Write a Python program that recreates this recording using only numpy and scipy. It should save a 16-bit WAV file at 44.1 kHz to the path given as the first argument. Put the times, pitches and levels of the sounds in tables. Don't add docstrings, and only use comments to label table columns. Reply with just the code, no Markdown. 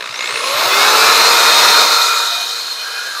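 import sys
import numpy as np
from scipy import signal
from scipy.fft import rfft, irfft, next_fast_len
from scipy.io import wavfile
from scipy.ndimage import uniform_filter1d, map_coordinates

SR = 44100
rng = np.random.default_rng(int(sys.argv[2]) if len(sys.argv) > 2 else 0)


def magnitude_from_level(level_db):
    exponent = np.asarray(level_db, float) / 20
    return 10 ** exponent


def transcribe(signal):
    frames = np.atleast_2d(signal).T
    limited = np.clip(frames, -1, 1)
    pcm = np.round(limited * 32767).astype(np.int16)
    wavfile.write(sys.argv[1], SR, pcm)


N = 141120
T = np.arange(N) / SR
MAINS_HZ, FIRST_KICK_S = 60.04, .0068
GEAR_ORDER = 2.6347

# [t/s, level/dB, pad pressure/dB, fan air/dB]
WORK = [(0, -23.5, -0.5, -22), (.06, -22.5, -4, -5), (.14, -22, -4.5, -4.5), (.22, -21, -1.5, -0.5),
        (.42, -13.5, -8, -5.5), (.6, -9, -6, -6), (.8, -6, -1, -5.5), (1.1, -5.5, -1.5, -3.5),
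        (1.4, -6.5, 1, -1), (1.7, -5, -1.5, -2.5), (1.95, -11, 1.5, 3.5), (2.15, -17.5, 3.5, 7),
        (2.35, -23.5, 3, 9), (2.55, -26, 3, 10), (2.75, -25.5, -1.5, 5.5), (3, -24.5, -3, 2.5),
        (3.2, -27, 1.5, 6)]


def unit(x):
    return x / np.sqrt(np.mean(x ** 2) + 1e-20)


def curves(rows):
    s, *cols = np.transpose(rows)
    return [np.interp(T, s, c) for c in cols]


def slope(points, hz):
    f, v = np.transpose(points)
    return magnitude_from_level(np.interp(np.log(hz + 1), np.log(f + 1), v))


def resonance(hz, c, w):
    return 1j * hz * w / (c * c - hz * hz + 1j * hz * w)


def peaks(rows, hz):
    total = 0
    for k, (c, w, db) in enumerate(rows):
        w = max(w, .035 * c)
        total = total + (-1) ** k * magnitude_from_level(db) * resonance(hz, c, w)
    return total


def wobble(rate):
    knots = rng.standard_normal(int(N * rate / SR) + 4)
    return map_coordinates(knots, [np.arange(N) * rate / SR])


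def filtered(x, response):
    m = next_fast_len(N + 8192)
    return irfft(rfft(x, m) * response(np.fft.rfftfreq(m, 1 / SR)), m)[:N]


def rush(response, patchy_db):
    z = signal.stft(rng.standard_normal(N), nperseg=512)[2]
    field = uniform_filter1d(rng.standard_normal(z.shape), size=5, axis=0)
    field = uniform_filter1d(field, size=9, axis=1)
    patchy = signal.istft(z * magnitude_from_level(patchy_db * unit(field)), nperseg=512)[1][:N]
    return unit(filtered(patchy, response))


def mains_cycle():
    return (T - FIRST_KICK_S) * MAINS_HZ + 1


def coasting():
    depth_db = 7 * np.clip(1 - T / .6, 0, 1)
    return magnitude_from_level(uniform_filter1d(depth_db * (.4 - mains_cycle() % 1), size=40))


def hollowed(x):
    # [start t/s, end t/s, f/Hz, width/Hz, depth 0-1]
    hollow_rows = [(-.2, 0.55, 773, 149, 0.65), (-.2, 1.25, 1960, 110, 0.7), (-.2, 1.3, 3220, 220, 0.25),
                   (-.2, 0.55, 4720, 200, 0.9), (-.2, 0.48, 13000, 4000, 0.74),
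                   (1.25, 2.6, 2770, 380, 0.37), (1.298, 2.07, 1690, 297, 0.2), (2.1, 10, 3470, 168, 0),
                   (2.3, 3, 7400, 700, 0.34), (.55, 1.05, 850, 109, 0), (1.9, 2.52, 190, 121, 0.78)]
    fade_s = .12
    for start, end, c, w, depth in hollow_rows:
        inside = np.clip(np.minimum(T - start, end - T) / fade_s + .5, 0, 1)
        share = np.clip(depth, 0, 1) * inside
        x = x - share * filtered(x, lambda hz: resonance(hz, c, w))
    return x


def housing(hz):
    # [f/Hz, width/Hz, level/dB]
    body_modes = [(591, 273, -1), (1070, 270, 3), (1310, 21, 2.5), (1880, 290, -5), (2160, 24, -7.5),
                  (2546, 59, 4.5), (2920, 24, -1.5), (3700, 760, -1.5), (4970, 21, -16), (5050, 170, -8.5),
                  (5530, 36, -10), (6770, 150, -13.5), (6750, 21, -9)]
    # [f/Hz, level/dB per Hz]
    body_base = [(18, -74), (30, -58), (492, 4), (787, -13), (1080, 9.5), (1640, -18), (2130, 6),
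                 (10200, -43), (15500, -15.5)]
    return np.hypot(.5 * slope(body_base, hz), np.abs(peaks(body_modes, hz)))


def rattle():
    return magnitude_from_level(-8 + .7 * wobble(30)) * rush(housing, patchy_db=.9)


def rub(press_db):
    # [f/Hz, width/Hz, level/dB]
    lens_modes = [(445, 47, -9), (770, 40, -3), (917, 31, -1.5), (1322, 207, 6)]
    # [f/Hz, level/dB per Hz]
    lens_base = [(30, -84), (200, -26.5), (414, -13.5), (640, -23.5), (848, -32.5), (1370, -5.5),
                 (2800, -14), (9000, -24)]

    def lens(hz):
        return np.hypot(slope(lens_base, hz), 0.7 * np.abs(peaks(lens_modes, hz)))

    return magnitude_from_level(-6 + press_db + 0.18 * wobble(15.26)) * rush(lens, patchy_db=1.3)


def fan_air(air_db):
    # [f/Hz, level/dB per Hz]
    flow_base = [(1500, -44), (3350, -10), (3650, 2), (4400, -4), (7000, -6.5), (8700, -26), (9300, -22.5),
                 (15000, -22.5)]
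    # [f/Hz, width/Hz, level/dB]
    vent_modes = [(3000, 290, -16), (3850, 200, -10), (4180, 310, 4), (5050, 150, -3), (6400, 300, -10.5),
                  (8420, 330, -7.5), (10550, 1400, -17), (13300, 1900, -18.5)]

    def vents(hz):
        return np.hypot(slope(flow_base, hz), np.abs(peaks(vent_modes, hz)))

    return magnitude_from_level(-6.5 + air_db + 0.78 * wobble(33.9)) * rush(vents, patchy_db=-1.5)


def kicks():
    # [t/s, level/dB]
    kick_course = [(0, 6), (.06, -0.5), (.1, -2.5), (.2, 0), (.3, 1), (.45, -12), (.65, -11)]
    # [f/Hz, width/Hz, level/dB]
    ring_modes = [(564, 190, -8), (1070, 280, -6), (2010, 380, -0.5), (2640, 180, 2.5), (3870, 760, -1.5)]
    first_kicks = [-1, 0, -2, 2, 3, 2, -1, 1, 3, 1, -1, 4, 4, 3, 0, 2, 2, 1, 1, -1, 1, 7, 2, 2]
    rise_s, fall_s, top_hz = .0004, .0042, 6000
    cycle = mains_cycle()
    age = cycle % 1 / MAINS_HZ
    count = N // 500
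    trend_db = np.pad([0, *first_kicks], (0, count))[:count]
    size_db = (.6 * rng.standard_normal(count) + trend_db)[cycle.astype(int)]
    envelope = (1 - np.exp(-age / rise_s)) * np.exp(-(age / fall_s) ** 2 / 2)
    burst = magnitude_from_level(size_db) * envelope * rng.standard_normal(N)

    def ring(hz):
        return (peaks(ring_modes, hz) + 0.028 * housing(hz)) / (1 + 1j * hz / top_hz) ** 2

    over_db, = curves([*kick_course, (.9, -24)])
    return magnitude_from_level(over_db) * unit(filtered(burst, ring))


def tones(speed):
    pad_orders = [8, GEAR_ORDER, 3 * GEAR_ORDER, 1.264, 2.357, 3.064, 8.336]
    pad_levels = [2.5, 0, -1, -9, -8, -4, -9]
    # [f/Hz, gain/dB]
    path_gain = [(100, -22), (430, -4.5), (560, 4.5), (700, -18), (930, 2.5), (1150, -3), (3400, -15),
                 (3590, -10), (3680, 0.5)]
    # [t/s, shaft/dB, second order/dB, second gear multiple/dB, ninth order/dB]
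    order_levels = [(0.1, -54.0, -68.0, -62.0, -56.0), (0.3, -55.0, -49.0, -43.0, -43.0),
                    (0.42, -55.0, -35.0, -48.0, -42.0), (0.54, -56.0, -28.0, -40.0, -46.0),
                    (0.65, -46.0, -35.0, -46.0, -48.0), (0.72, -38.0, -43.0, -25.0, -26.0),
                    (0.84, -32.0, -29.0, -25.0, -27.0), (0.92, -29.0, -26.0, -39.0, -29.0),
                    (1.02, -31.0, -30.0, -25.0, -27.0), (1.15, -34.0, -29.0, -29.0, -21.0),
                    (1.3, -27.0, -23.0, -27.0, -23.0), (1.45, -29.0, -26.0, -23.0, -22.0),
                    (1.6, -39.0, -21.0, -28.0, -18.0), (1.75, -31.0, -22.0, -26.0, -17.0),
                    (1.9, -30.0, -26.0, -29.0, -18.0), (2.0, -39.0, -25.0, -27.0, -22.0),
                    (2.12, -35.0, -31.0, -23.0, -28.0), (2.2, -41.0, -32.0, -27.0, -27.0),
                    (2.28, -54.0, -31.0, -37.0, -31.0), (2.36, -52.0, -37.0, -27.0, -31.0),
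                    (2.46, -48.0, -39.0, -34.0, -35.0), (2.56, -42.0, -49.0, -37.0, -34.0),
                    (2.7, -59.0, -49.0, -46.0, -30.0), (2.81, -58.0, -47.0, -36.0, -28.0),
                    (2.89, -46.0, -47.0, -46.0, -34.0), (2.96, -48.0, -48.0, -34.0, -34.0),
                    (3.04, -62.0, -53.0, -41.0, -40.0), (3.12, -67.0, -50.0, -50.0, -32.0),
                    (3.19, -61.0, -43.0, -51.0, -34.0)]
    # [multiple of shaft speed, dB over the work level]
    whine_orders = [(9.97, -31), (10.539, -30), (10.98, -32), (11.535, -30), (12.02, -32), (12.575, -34),
                    (13.23, -34), (13.66, -32), (14.68, -35), (15.745, -38)]
    turns = np.cumsum(speed) / SR

    def tone(order, shake=1):
        unsteady = magnitude_from_level(shake * (2 * wobble(24) + 2.5 * wobble(75) - 1.2))
        return np.sqrt(2) * unsteady * np.sin(2 * np.pi * order * turns + .5 * shake * wobble(80))

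    borne = sum(magnitude_from_level(db) * slope(path_gain, order * speed) * tone(order)
                for order, db in zip(pad_orders, pad_levels))
    shaft_db, second_db, gear_db, ninth_db = curves(order_levels)
    shaft_db = shaft_db + np.interp(speed, [150, 330], [-25, 0])
    ninth_db = ninth_db + np.interp(T, [2, 2.3], [0, 3])
    loose = np.interp(T, [1.1, 1.6], [.25, .85])
    orders = [(1, shaft_db), (2, second_db), (2 * GEAR_ORDER, gear_db), (9, ninth_db)]
    steady = sum(magnitude_from_level(db + 5 - 5 * loose) * tone(order, shake=loose) for order, db in orders)
    whine = sum(magnitude_from_level(db + 4) * tone(order) for order, db in whine_orders)
    borne_gain = magnitude_from_level(uniform_filter1d(second_db, size=SR // 3))
    return borne_gain * borne + steady + magnitude_from_level(curves(WORK)[0]) * whine


def blades(speed):
    # [t/s, level/dB]
    whistle_course = [(.07, -52), (.11, -41), (.22, -38), (.35, -40), (.52, -34), (.56, -38), (.6, -36),
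                      (.69, -34), (.75, -38)]
    blade_count, full_trigger_s = 40, .55
    cycle = mains_cycle()
    held = np.interp(FIRST_KICK_S + (np.floor(cycle) - .5) / MAINS_HZ, T, speed)
    stepped = np.where(T < full_trigger_s, uniform_filter1d(held, size=160), speed)
    alternate_db = np.interp(T, [.27, .36], [-5, 0]) * (-1) ** np.floor(cycle)
    scatter_db = uniform_filter1d(alternate_db, size=120) + 2.5 * wobble(45) + 1.5
    db = curves([*whistle_course, (.78, -120)])[0] + scatter_db
    phase = 2 * np.pi * blade_count * np.cumsum(stepped) / SR
    return np.sqrt(2) * magnitude_from_level(db) * np.sin(phase + 0.25 * wobble(150))


def drill():
    # [t/s, shaft speed f/Hz]
    run_up = [(0, 80), (.11, 121), (.18, 155), (.228, 174), (.31, 207), (.38, 234), (.55, 289), (.7, 381),
              (.83, 420), (.97, 441), (1.12, 456), (1.3, 464), (1.6, 465.5), (2.05, 465), (2.5, 468),
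              (2.88, 468), (3.08, 465), (3.2, 467)]
    level_db, press_db, air_db = curves(WORK)
    speed, = curves(run_up)
    flutter_db = 0.33 * wobble(6.1) + 0.29 * wobble(40.2)
    noise = coasting() * (rattle() + rub(press_db) + fan_air(air_db))
    body = magnitude_from_level(level_db + flutter_db) * (noise + magnitude_from_level(-5.5) * kicks())
    return hollowed(body) + tones(speed) + blades(speed)


def skims():
    # [t/s, length/s, f/Hz, level/dB]
    swells = [(0.236, 0.081, 2170, -24.5), (2.29, 0.44, 3810, -23.5), (2.02, 0.43, 1345, -18),
              (2.358, 0.11, 701, -32.5), (1.1, 0.066, 1740, -26), (3.024, 0.4, 1615, -28),
              (2.98, 0.22, 1430, -29.5), (3.09, 0.12, 1660, -37), (3.19, 0.054, 1200, -28.5),
              (2.37, 0.34, 3070, -34), (2.85, 0.46, 3070, -35.5), (0.88, 0.048, 1076, -16),
              (0.485, 0.15, 1080, -27), (3, 0.56, 10200, -44)]
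    out = np.zeros(N)
    for s, length, c, db in swells:
        mode = [(c, 0.066 * c, 0)]
        sing = unit(filtered(rng.standard_normal(N), lambda hz: peaks(mode, hz) ** 2))
        out += magnitude_from_level(db) * np.exp(-(1.53 * (T - s) / length) ** 2) * sing
    return out


def knocks():
    # [t/s, peak level/dB]
    bumps = [
        (0.108, -43),
        (0.338, -41),
        (0.559, -39),
        (0.671, -35),
        (0.993, -41),
        (1.705, -42),
    ]
    knock_hz, t60_s, lead_s = 126, 0.14, .014
    out, t = np.zeros(N + SR), np.arange(SR // 5) / SR
    bump = np.sin(2 * np.pi * knock_hz * t) * magnitude_from_level(-60 * t / t60_s) * (1 - np.exp(-t / 0.004))
    for s, db in bumps:
        out[round((s - lead_s) * SR):][:len(t)] += magnitude_from_level(db + 4) * bump
    return out[:N]


def outdoor_floor():
    # [f/Hz, level/dB per Hz]
    ground = [(20, -6), (100, -8.5), (300, 5), (900, -30)]
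    return magnitude_from_level(-61) * rush(lambda hz: slope([*ground, (3000, -90)], hz), patchy_db=3)


def partings():
    # [t/s, low f/Hz, high f/Hz, level/dB]
    bursts = [(.748, 14300, 15700, -44), (.907, 5600, 7100, -30), (.907, 8900, 11200, -31),
              (1.261, 6200, 7700, -26), (1.261, 14300, 15700, -38), (1.398, 8900, 10500, -34),
              (1.467, 7500, 9100, -31), (2.977, 6200, 7700, -43), (2.977, 11600, 13900, -44)]
    length_s = .026
    white = rng.standard_normal(N)
    out = np.zeros(N)
    for s, lo, hi, db in bursts:
        hiss = unit(filtered(white, lambda hz: (hz > lo) * (hz < hi)))
        out += magnitude_from_level(db) * np.exp(-((T - s) / length_s * 2) ** 4) * hiss
    return out


def ceiling(x):
    hz, t, z = signal.stft(x, SR, nperseg=1024)
    jump = np.clip(rng.standard_normal(len(t)) + .4, 0, 2)[np.arange(len(t)) // 3]
    top_hz = 15230 + 330 * jump
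    top_hz[np.abs(t - .73) < .04] = SR / 2
    return signal.istft(z * (hz[:, None] < top_hz), SR, nperseg=1024)[1][..., :N]


def scene():
    mono = drill() + coasting() * skims() + knocks() + outdoor_floor()
    return np.tile(mono, (2, 1))


def band_limit(x):
    return signal.sosfilt(signal.butter(12, 15800, fs=SR, output="sos"), x)


def record(dry):
    # [f/Hz, gain/dB]
    top_end = [(14800, -0.5), (15150, -3), (15400, -7), (15800, -10)]
    mono = filtered(dry[0], lambda hz: slope(top_end, hz))
    stereo = mono + np.outer([1, -1], partings())
    return band_limit(ceiling(np.clip(stereo, -1, 1)))


dry = scene()
out = record(dry)
transcribe(out)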